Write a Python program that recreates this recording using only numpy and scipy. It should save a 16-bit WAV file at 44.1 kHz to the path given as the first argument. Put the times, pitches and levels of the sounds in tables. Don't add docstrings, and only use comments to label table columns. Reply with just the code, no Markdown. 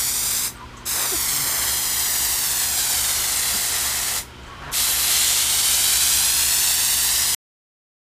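import sys
import numpy as np
from scipy import signal
from scipy.fft import rfft, irfft, next_fast_len
from scipy.io import wavfile
from scipy.ndimage import uniform_filter1d, map_coordinates

SR = 44100
rng = np.random.default_rng(int(sys.argv[2]) if len(sys.argv) > 2 else 0)


def unload_audio(sound):
    columns = np.transpose(np.atleast_2d(sound))
    steps = np.round(np.clip(columns, -1, 1) * 32767)
    wavfile.write(sys.argv[1], SR, steps.astype(np.int16))


N = 353682
TIME = np.arange(N) / SR


def from_db(db):
    return 10 ** (np.asarray(db) / 20)


def unit_rms(x):
    return x / np.sqrt(np.mean(x ** 2) + 1e-20)


def step(x):
    return .5 + .5 * np.tanh(x)


def swell(start, length):
    return np.sqrt(2 * np.abs(np.sin(np.pi * np.clip((TIME - start) / length, 0, 1))))


def curve(points):
    return np.interp(TIME, *np.transpose(points))


def noise(spectrum):
    size = next_fast_len(N)
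    hz, db = np.transpose(spectrum)
    bins = np.maximum(np.fft.rfftfreq(size, 1 / SR), 1)
    skirts = np.minimum(bins / hz[0], 1) ** 2 * np.minimum(hz[-1] / bins, 1) ** 2
    gain = from_db(np.interp(np.log(bins), np.log(hz), db)) * skirts
    return unit_rms(irfft(rfft(rng.standard_normal(size)) * gain, size)[:N])


def noise_band(hz, width):
    r = np.exp(-np.pi * width / SR)
    poles = [1, -2 * r * np.cos(2 * np.pi * hz / SR), r * r]
    return unit_rms(signal.lfilter([1, 0, -1], poles, rng.standard_normal(N)))


def drift(rate_hz):
    r = np.exp(-2 * np.pi * rate_hz / SR)
    return unit_rms(signal.lfilter([1], [1, -2 * r, r * r], rng.standard_normal(N + SR))[SR:])


def delayed(x, lag_ms):
    return map_coordinates(x, [np.arange(N) - lag_ms * SR / 1000], order=3)


# frequency in Hz, relative level in dB.
RUMBLE_SPECTRUM = [(32, -8), (47, -2.5), (58, -1), (69, 1), (85, -8), (110, -15.5), (200, -14.5),
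                   (300, -16), (430, -14.5), (560, -20), (1100, -22.5), (2000, -20), (5000, -28.5),
                   (15000, -48)]
# frequency in Hz, rms level in dB, boost in dB at the microphone's first spot.
HUM_LINES = [(69.3, -50.5, 0), (120, -49, 0), (180, -59.5, 0), (202, -60, 0), (240, -56.5, 4),
             (300, -60, 0), (360, -57.5, 0)]
# centre in Hz, width in Hz, rms level in dB.
AIR_MODES = [(956, 66, -52), (1400, 110, -51.5), (3170, 180, -58.5)]

def garage_bed(rumble_db=-41.5, mic_moves_s=1.9, move_time_s=.5):
    at_first_spot = step((mic_moves_s - TIME) / move_time_s)
    hum = sum(from_db(db + boost_db * at_first_spot) * np.sin(2 * np.pi * (hz * TIME + rng.random()))
              for hz, db, boost_db in HUM_LINES)
    air = sum(from_db(db) * noise_band(hz, width) for hz, width, db in AIR_MODES)
    return np.sqrt(2) * hum + air + from_db(rumble_db) * noise(RUMBLE_SPECTRUM)


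def garage_reverb(x, predelay_s=0.0037, t60_s=0.19):
    age = TIME[:SR // 2]
    tail = rng.standard_normal(len(age)) * (age > predelay_s) * np.exp(-np.log(1000) * age / t60_s)
    return signal.fftconvolve(x, tail / np.sqrt(np.sum(tail ** 2)))[:N]


# start in seconds, length in seconds, centre in Hz, width in Hz, level in dB.
FAINT_TONES = [(.56, 0.079, 1170, 20, -49), (.605, 0.054, 1010, 20, -43), (.73, .07, 1105, 18, -45.5),
               (.8, 0.08, 1038, 17, -48), (4.23, 0.55, 3100, 110, -56), (4.45, 0.32, 1102, 46, -46)]
HISS_WHISTLES = [(0.05, .42, 8340, 119.6, -41), (0.548, 0.034, 8300, 50, -55), (1.27, .16, 5520, 220, -41),
                 (1.58, 0.52, 3220, 90, -41.5), (3.48, 0.14, 4790, 100, -38),
                 (4.713, 0.51, 11800, 1300, -30.5), (5.047, 0.61, 3300, 400, -35.5),
                 (5.03, .45, 7200, 1200, -30.5), (7.046, 0.31, 5100, 350, -34)]

def whistles(rows):
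    return sum(from_db(db) * swell(start, length) * noise_band(hz, width)
               for start, length, hz, width, db in rows)


# start in seconds, length in seconds, level in dB.
WHOOSHES = [(0.933, .16, -34.5), (1.39, 0.37, -39), (4.43, .2, -47), (4.603, .14, -39)]
# frequency in Hz, relative level in dB.
WHOOSH_SPECTRUM = [(350, -5), (750, -1), (1150, 0), (1800, -0.5), (2200, -8.5), (3000, -11)]

def whooshes():
    envelope = sum(from_db(db) * swell(start, length) for start, length, db in WHOOSHES)
    return envelope * noise(WHOOSH_SPECTRUM)


# start in seconds, length in seconds, first and last pitch in Hz,
# level in dB, octave overtone in dB against the fundamental.
BLIPS = [(1.117, 0.048, 410, 294, -29.5, -10), (1.307, 0.17, 146, 139.4, -42, -8),
         (3.538, 0.028, 195, 223, -34, -7), (4.584, 0.15, 140, 145, -45, -20)]

def blips(roughness=0.29):
    waver = 1 + roughness * drift(60)
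    out = np.zeros(N)
    for start, length, first_hz, last_hz, db, overtone_db in BLIPS:
        pitch_hz = np.interp(TIME, [start, start + length], [first_hz, last_hz])
        phase = 2 * np.pi * np.cumsum(pitch_hz) / SR
        tone = np.sin(phase) + from_db(overtone_db) * np.sin(2 * phase)
        out += from_db(db) * swell(start, length) * tone
    return out * waver


# start in seconds, level in dB, decay time in seconds.
PUFFS = [(0.769, -44.5, .026), (0.854, -34, .008), (4.43, -53, .015), (4.465, -51, .025),
         (4.718, -35.5, .015)]
# frequency in Hz, relative level in dB.
PUFF_SPECTRUM = [(3000, -10.5), (5000, -15.5), (6300, 3), (8200, -0.5), (9500, -16), (14000, -19)]

def valve_puffs():
    envelope = sum(from_db(db) * (TIME > start) * np.exp(-np.abs(TIME - start) / decay)
                   for start, db, decay in PUFFS)
    return envelope * noise(PUFF_SPECTRUM)


# time in seconds, lag of the panel's bounce in ms.
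HAND_PATH = [(0.0, 0.877), (0.39, 0.804), (0.94, 0.774), (1.34, 0.937), (2.31, 1.042), (3.4, 1.466),
             (3.93, 1.522), (5.0, 1.492), (5.51, 1.353), (5.91, 1.281), (6.72, 1.092), (7.01, 1.081),
             (7.35, 0.987)]

def hand_sweep(inertia_s=.15, far_from_ms=1.22, blend_ms=.12):
    lag_ms = uniform_filter1d(curve(HAND_PATH), int(inertia_s * SR), mode="nearest")
    far = step((lag_ms - far_from_ms) / blend_ms)
    return lag_ms, far


# delay in ms, share of the panel lag added, gain.
ECHOES = [(0, 0.66, 0.064), (2.1, .6, 0.023), (4.3, 0.91, 0.074), (6.6, 0.673, .11), (7.1, .8, 0.13)]
BOUNCE_ON_PANEL, BOUNCE_PAST_EDGE = .47, .16
LEAVES_PANEL_S, RETURNS_S, CROSSING_S = 3.75, 5.45, .18
SPREAD_NEAR, SPREAD_FAR = 0.24, 0.71

def with_panel_bounce(x, lag_ms, far, beam_hz=3000):
    past_edge = step((TIME - LEAVES_PANEL_S) / CROSSING_S) * step((RETURNS_S - TIME) / CROSSING_S)
    bounce_gain = BOUNCE_ON_PANEL + (BOUNCE_PAST_EDGE - BOUNCE_ON_PANEL) * past_edge
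    spread = SPREAD_NEAR + (SPREAD_FAR - SPREAD_NEAR) * far
    lows = signal.sosfiltfilt(signal.butter(1, beam_hz, fs=SR, output="sos"), x)
    bounce = bounce_gain * delayed(x - spread * lows, lag_ms)
    echoes = sum(gain * delayed(x, own_ms + share * lag_ms) for own_ms, share, gain in ECHOES)
    return (x + bounce + echoes) / np.sqrt(1 + bounce_gain ** 2)


def valve_flow(pressed, eased, opening, closing):
    rise = 1 - np.exp(-np.maximum(TIME - pressed, 0) / opening)
    return rise / (1 + (np.maximum(TIME - eased, 0) / closing) ** 3)


# frequency in Hz, relative level in dB.
HISS_SPECTRUM = [(2000, -44.5), (4000, -7.5), (5000, -3), (6500, -3), (7300, -1), (8600, -1), (10000, -3.5),
                 (12000, -5), (13500, -14.5), (15500, -25.5)]
THROAT_SPECTRUM = [(1200, -10.5), (2400, -5), (3200, 0), (4200, 0.5), (5200, -11), (7000, -36)]
SIZZLE_SPECTRUM = [(10500, -24.5), (12500, -2), (13800, 2), (15500, 0)]
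RUSH_SPECTRUM = [(150, -34), (330, -6.5), (520, -3.5), (760, 1.5), (1100, 1.5), (1400, 0), (2000, 5),
                 (2500, -3), (4000, -15)]
# centre in Hz, width in Hz, level in dB against the hiss.
NOZZLE_MODES = [(7010, 160, -20.5), (8440, 40, -29.5)]
# time in seconds, level in dB before the trim.
HISS_RIDE = [(0.03, -24.5), (0.392, -25), (0.45, -25.5), (0.89, -26), (1.01, -25.5), (2.93, -24),
             (3.58, -24.5), (4.08, -26.5), (4.12, -26.5), (4.8, -23), (4.97, -25.5), (5.12, -22),
             (5.47, -22), (6.03, -20.5), (7.32, -23)]
# press, release, opening time and closing time in seconds, throat and
# sizzle in dB against the hiss, rush level in dB. The sweep then shifts these three levels.
PASSES = [(-0.1, 0.46, 0.01, 0.027, -11.5, -5, -37), (0.855, 4.175, 0.012, 0.03, -9.5, -3, -35),
          (4.723, 7.5, 0.013, 0.02, -7, -5.5, -36.5)]
THROAT_DB_PER_MS, MID_SWEEP_MS = 5, 1.13
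FAR_SIZZLE_DB, FAR_RUSH_DB = -4, 1.5

def spray_jet(lag_ms, far, flutter_db=0.55, sputter_db=0.86, trim_db=1.0):
    ride = from_db(curve(HISS_RIDE) + trim_db)
    hiss = noise(HISS_SPECTRUM)
    for hz, width, db in NOZZLE_MODES:
        hiss += from_db(db) * noise_band(hz, width)
    throat = from_db(THROAT_DB_PER_MS * (lag_ms - MID_SWEEP_MS)) * noise(THROAT_SPECTRUM)
    sizzle = from_db(FAR_SIZZLE_DB * far) * noise(SIZZLE_SPECTRUM)
    rush = from_db(FAR_RUSH_DB * far) * noise(RUSH_SPECTRUM)
    out = np.zeros(N)
    for pressed, eased, opening, closing, throat_db, sizzle_db, rush_db in PASSES:
        nozzle = ride * (hiss + from_db(throat_db) * throat + from_db(sizzle_db) * sizzle)
        out += valve_flow(pressed, eased, opening, closing) * (nozzle + from_db(rush_db) * rush)
    return out * from_db(flutter_db * drift(25) + sputter_db * drift(440))


def scene(reverb_db=-11.5):
    lag_ms, far = hand_sweep()
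    spray = with_panel_bounce(spray_jet(lag_ms, far), lag_ms, far)
    close = spray + whistles(HISS_WHISTLES) + valve_puffs() + blips() + whooshes()
    mono = close + from_db(reverb_db) * garage_reverb(close) + garage_bed() + whistles(FAINT_TONES)
    return np.array([mono, mono])


def record(dry, stop_s=7.3475, cutoff_hz=15080):
    low_pass = signal.firwin(601, cutoff_hz, fs=SR, window=("kaiser", 9))
    return signal.fftconvolve(dry * (TIME < stop_s), low_pass[None], mode="same", axes=1)


dry = scene()
out = record(dry)
unload_audio(out)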